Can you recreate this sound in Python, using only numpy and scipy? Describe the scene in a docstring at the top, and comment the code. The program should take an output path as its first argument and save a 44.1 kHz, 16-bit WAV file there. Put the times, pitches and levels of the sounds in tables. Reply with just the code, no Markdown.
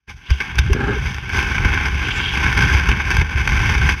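"""Camera pushed through dry leaves.

A camera on a pole slides along the ground. Grit and leaves scrape its plastic housing, which rings in
broad resonances; the pole shudders with a low rumble. Twigs snap against the housing and lumps bump it.
Grass blades brush past, hiss and squeak. A stem drags across in stick-slip: groan, rasp and twangs."""
import sys
import numpy as np
from scipy import signal
from scipy.fft import rfft, irfft
from scipy.io import wavfile
from scipy.ndimage import uniform_filter1d

SR = 44100
rng = np.random.default_rng(int(sys.argv[2]) if len(sys.argv) > 2 else 0)


def master_out(mix):
    """Clip the mix to full scale and print it as 16-bit PCM to the path in sys.argv[1]."""
    frames = np.transpose(np.atleast_2d(mix))
    ceiling = np.clip(frames, -1, 1)
    pcm = np.round(ceiling * 32767).astype(np.int16)
    wavfile.write(sys.argv[1], SR, pcm)


N = 176400
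T = np.arange(N) / SR

# Slide over the ground. Each row: time in seconds, scrape level in dB, treble gain in dB, rumble in dB.
SLIDE_CURVE = [(0.065, -85, 10.5, -79), (0.082, -34.5, 2.5, -36), (0.15, -53.5, 12, -35.5),
               (0.27, -43, 2, -57), (0.3, -33, 4, -22.5), (0.37, -39, 9.5, -32), (0.47, -27.5, 0, -37.5),
               (0.54, -33, 0, -27), (0.66, -34, 3.5, -19), (0.9, -30, -0.5, -22.5),
               (1.065, -28.5, 6, -21.5), (1.16, -32.5, 4, -25.5), (1.27, -36, 1.5, -33),
               (1.315, -26.5, 2, -26), (1.36, -17.5, 3.5, -21), (1.43, -24, 3.5, -22), (1.5, -22.5, 2, -23),
               (1.66, -22.5, -0.5, -17.5), (1.8, -21, -0.5, -21), (1.95, -26.5, 3, -19.5),
               (2.12, -24.5, -0.5, -26), (2.32, -23.5, 3, -23.5), (2.44, -18, 0.8, -18),
               (2.53, -22, 2.5, -22), (2.6, -18.5, 3, -11.5), (2.75, -18.5, 3, -18.5),
               (2.82, -22.5, 1, -21.5), (2.91, -22, -1, -16.5), (3.03, -23.5, 0, -24),
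               (3.12, -20.5, 3.5, -22), (3.2, -21, 4, -14), (3.235, -31, 2, -19), (3.32, -28, 1, -28),
               (3.40, -23, 2, -17), (3.455, -28.5, 4.5, -24.5), (3.52, -21, 2.5, -16),
               (3.72, -19, 3, -15.5), (3.79, -22.5, 3, -17), (3.925, -19.5, 3, -16), (3.955, -33, 2, -26.5),
               (4.0, -28.5, 4, -30)]
# Twigs and crisp leaves. Each row: start in seconds, level in dB, decay in seconds, treble gain in dB.
TWIG_SNAPS = [(0.089, -32, 0.017, 7), (0.303, -19.5, 0.0072, 8), (0.401, -15, 0.012, -0.5),
              (0.555, -24, 0.0035, 10), (0.582, -16.5, 0.0088, 9), (0.587, -10.5, 0.0044, 13.5),
              (.730, -13, 0.0043, 9.5), (1.054, -21, .014, 1.5), (1.145, -22, 0.0012, 11.5),
              (1.182, -18, 0.0032, -1), (1.292, -21.5, 0.0042, 5.5), (1.581, -12.5, 0.0036, 0.5),
              (1.645, -12.5, 0.013, -2), (1.743, -20, 0.0024, 11), (1.774, -14, 0.0052, -6),
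              (1.857, -14.5, 0.0032, 1), (2.464, -10, 0.0039, -5), (2.576, -9, 0.0036, 5),
              (2.59, -9, 0.0028, 0), (2.885, -13, 0.012, 4), (2.915, -8, 0.0027, 0),
              (2.995, -17.5, 0.013, -7), (3.105, -11, 0.0023, 8), (3.112, -14, 0.0056, 6),
              (3.167, -12.5, 0.0039, 9), (3.213, -11.5, 0.0067, -1), (3.475, -7.5, 0.0033, 3.5),
              (3.491, -14.5, 0.0025, 7), (3.814, -14.5, 0.0065, -4), (3.887, -12, 0.011, 4)]
# Short events. Each row: time in seconds, relative level in dB.
GROUND_BUMPS = [(.309, -2.8), (.570, -12), (.589, -4.5), (.672, -12), (.711, -4.5), (1.655, -9.5),
                (2.583, -7.5), (2.745, -7), (2.893, -7), (3.183, -3), (3.353, -10)]
STEM_TWANGS = [(.749, -21), (.763, -20), (.902, -21)]
BLADE_SQUEAKS = [(2.261, -17), (2.289, -20.5)]
# Contact envelopes. Each row: time in seconds, level in dB.
GRASS_CURVE = [(.16, -75), (.31, -35.5), (.45, -46), (.66, -41), (.8, -44.5), (1.85, -52), (2.06, -32.5),
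               (2.25, -28), (2.37, -34), (2.5, -58)]
GROAN_CURVE = [(.693, -41), (.703, -13), (.735, -39), (.77, -30), (.85, -26.5), (.905, -21), (.94, -37),
               (.972, -22.5), (1.0, -62)]
RASP_CURVE = [(.735, -52), (.76, -27), (.87, -22.5), (.91, -22), (.965, -38), (1.0, -62)]
BLADE_EDGE_CURVE = [(2.0, -62), (2.12, -53), (2.165, -35), (2.20, -50), (2.35, -64)]
# Resonances. Each row: centre in Hz, width in Hz, relative level in dB.
HOUSING_MODES = [(171, 117, -5.5), (264, 176, -10.5), (382.5, 130, -10.5), (842, 177, -9), (1045, 214, -7),
                 (1370, 300, -13.5), (1555.6, 213, 1.06), (1785, 58, -4.5), (2216, 360, -2),
                 (2594, 257, -7.5), (2970, 240, -14), (3236, 440, -14.5), (3658, 83, -17.5),
                 (4370, 190, -27.5), (4920, 670, -22.5), (5613, 200, -21.5), (6115, 417, -21.5),
                 (7650, 1200, -43.5), (9440, 1350, -39.5), (11670, 1770, -41)]
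POLE_MODES = [(45.2, 20.3, -5), (69.1, 18.3, 1), (110, 65, -10)]
GRASS_MODES = [(2770, 390, 4.5), (3200, 560, 2.5), (4800, 370, -11)]
STEM_MODES = [(246, 154, -4), (389, 73, -3.5), (518, 55, -10.5), (818, 134, -8.5), (1350, 390, -11.5),
              (1632, 120, -2), (2460, 1440, -25)]
BLADE_EDGE_MODES = [(4970, 700, 1), (7040, 1500, -4)]


def from_db(db):
    """Decibels to gain."""
    return 10 ** (np.asarray(db) / 20)


def unit_rms(x):
    """Scale to unit power."""
    return x / np.sqrt(np.mean(x ** 2) + 1e-20)


def per_sample(curve):
    """A curve's value columns, interpolated per sample."""
    times_s, *columns = np.transpose(curve)
    return [np.interp(T, times_s, column) for column in columns]


def envelope(curve):
    """Gain along a dB curve, zero outside its span."""
    active = (T > curve[0][0]) & (T < curve[-1][0])
    return from_db(per_sample(curve)[0]) * active


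def impulses(events):
    """One impulse per event."""
    force = np.zeros(N)
    for start_s, db in events:
        force[int(start_s * SR)] += from_db(db)
    return force


def drift(rate_hz):
    """Smooth random wander, about unit RMS."""
    step, warmup = 20, 2000
    r = np.exp(-2 * np.pi * rate_hz * step / SR)
    noise = rng.standard_normal(N // step + warmup + 2)
    slow = signal.lfilter([1], [1, -2 * r, r * r], noise)[warmup:]
    return np.interp(np.arange(N) / step, np.arange(len(slow)), unit_rms(slow))


def resonate(force, modes, size=16384):
    """Steep-sided resonances, minimum phase, unit gain for white noise."""
    f = np.arange(size // 2 + 1) * SR / size + 1e-3
    power = sum(from_db(db) ** 2 / (1 + ((f * f - hz * hz) / (f * width_hz)) ** 2) ** 2
                for hz, width_hz, db in modes)
    cepstrum = irfft(np.log(power / power.mean() + 1e-9) / 2)
    cepstrum[1:size // 2] *= 2
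    cepstrum[size // 2 + 1:] = 0
    response = irfft(np.exp(rfft(cepstrum)))
    return signal.fftconvolve(force, response)[:N]


def brighten(force, treble_db, corner_hz=3640):
    """Treble shelf: harder contacts are brighter."""
    low = signal.sosfiltfilt(signal.butter(3, corner_hz, fs=SR, output="sos"), force)
    return low + (force - low) * from_db(treble_db)


def grains(per_s, spread_db):
    """Random tiny impacts; spread makes a few of them strong."""
    sizes = from_db(spread_db * np.minimum(rng.exponential(1, N), 5.5))
    signs = rng.choice([-1, 1], N)
    return unit_rms(sizes * signs * (rng.random(N) < per_s / SR))


def scraping(level_db, treble_db, crunches_per_s=55, crunch_decay_s=0.0044):
    """Force of grit and leaves on the housing: rubbing, fast-fading crunches, sharp ticks."""
    grit = from_db(-4) * grains(per_s=2200, spread_db=3.5)
    rub = from_db(-2) * rng.standard_normal(N)
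    breaks = (rng.random(N) < crunches_per_s / SR) * rng.uniform(.5, 1.5, N)
    tails = signal.lfilter([1], [1, -np.exp(-1 / (crunch_decay_s * SR))], breaks)
    crunch = unit_rms(1 + 0.9 * np.tanh(tails))
    catching = from_db(1.13 * drift(rate_hz=64))
    ticks = from_db(-20.5) * brighten(grains(per_s=56, spread_db=0), treble_db=11)
    force = (grit + rub) * crunch * catching + ticks
    return brighten(force, treble_db) * from_db(level_db)


def pole_rumble(level_db, low_cut_hz=34):
    """Uneven ground shakes the flexing pole."""
    flex = resonate(rng.standard_normal(N), POLE_MODES)
    shake = signal.sosfilt(signal.butter(4, low_cut_hz, "high", fs=SR, output="sos"), flex)
    evened = shake / np.sqrt(uniform_filter1d(shake ** 2, size=3000) + 1e-9)
    shudder_db = 1.5 * drift(rate_hz=13.5)
    return evened * from_db(level_db + shudder_db)


def twig_snaps(size=4096):
    """Force of fracture runs: short snaps open with a sharp crack, longer ones build up."""
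    force, t = np.zeros(N + size), T[:size]
    for start_s, db, decay_s, treble_db in TWIG_SNAPS:
        rise_s = decay_s ** 2 / 0.028  # rise equals decay at 28 ms
        shape = np.minimum(t / rise_s, 1) * np.exp(-np.maximum(t - rise_s, 0) / decay_s)
        cracks = rng.standard_normal(size) * from_db(4.54 * rng.standard_normal(size)) * shape
        cracks *= np.sqrt(np.sum(shape ** 2) / np.sum(cracks ** 2))
        cracks[20] += from_db(8.5 - 1000 * decay_s)  # first crack: 1 dB softer per ms of decay
        start = int(start_s * SR)
        force[start:start + size] += from_db(db) * brighten(cracks, treble_db)
    return force[:N]


def grass_swish(curve, modes):
    """A rough blade, or its thin edge, slides along the housing."""
    friction = grains(per_s=3100, spread_db=2.5)
    flutter = from_db(2.4 * drift(rate_hz=34))
    return resonate(friction * flutter * envelope(curve), modes)


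def ground_bumps(swing_hz=67.3, width_hz=22, push_s=0.0072):
    """Each lump's soft push swings the pole for a few cycles."""
    t = T[:SR // 2]
    swing = np.cos(2 * np.pi * swing_hz * t) * np.exp(-np.pi * width_hz * t)
    push = np.sin(np.pi * np.minimum(t / push_s, 1))
    thud = signal.fftconvolve(swing, push)
    return signal.fftconvolve(impulses(GROUND_BUMPS), thud / np.abs(thud).max())[:N]


def stem_groan(start_hz=388, rise_hz_per_s=90, waver_rate_hz=47):
    """Slips lock to one resonance: a wavering tone that creeps up as the stem bends."""
    centre_hz = start_hz + rise_hz_per_s * (T - GROAN_CURVE[0][0])
    hz = centre_hz * np.exp(0.047 * drift(waver_rate_hz))
    gain = envelope(GROAN_CURVE) * from_db(2 * drift(waver_rate_hz))
    return gain * np.sin(2 * np.pi * np.cumsum(hz) / SR)


def stem_drag(slips_per_s=135, twang_gain_db=26):
    """A stem rasps in uneven stick-slip; catches twang its two lowest modes."""
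    cycles = np.cumsum(slips_per_s * np.exp(0.3 * drift(rate_hz=80))) / SR
    slips = np.diff(np.floor(cycles), prepend=0) * from_db(3.5 * drift(rate_hz=92))
    force = unit_rms(slips + 0.049 * rng.standard_normal(N))
    rasp = resonate(force * envelope(RASP_CURVE), STEM_MODES)
    twangs = resonate(impulses(STEM_TWANGS), STEM_MODES[:2])
    return rasp + from_db(twang_gain_db) * twangs


def blade_squeaks(pitch_hz=3267, half_width_s=0.0055):
    """A taut blade grips briefly: short, unsteady tones."""
    hz = pitch_hz * np.exp(0.04 * drift(rate_hz=288))
    gain = sum(from_db(db) * np.exp(-((T - peak_s) / half_width_s) ** 2) for peak_s, db in BLADE_SQUEAKS)
    return gain * np.sin(2 * np.pi * np.cumsum(hz) / SR)


def scene():
    """Mono sum of the contact sounds on housing and pole."""
    scrape_db, treble_db, rumble_db = per_sample(SLIDE_CURVE)
    housing = resonate(scraping(scrape_db, treble_db) + twig_snaps(), HOUSING_MODES)
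    brush = grass_swish(GRASS_CURVE, GRASS_MODES)
    edge_hiss = grass_swish(BLADE_EDGE_CURVE, BLADE_EDGE_MODES)
    grass = brush + edge_hiss + blade_squeaks()
    pole = pole_rumble(rumble_db) + ground_bumps()
    stem = stem_drag() + stem_groan()
    return (housing + pole + grass + stem)[None]


def record(dry, ceiling=0.95, cutoff_hz=13200):
    """Soft clip, then steep low-pass."""
    rounded = dry / (1 + np.abs(dry / ceiling) ** 6) ** (1 / 6)
    return signal.sosfilt(signal.ellip(10, .2, 80, cutoff_hz, fs=SR, output="sos"), rounded)


dry = scene()
out = record(dry)
master_out(out)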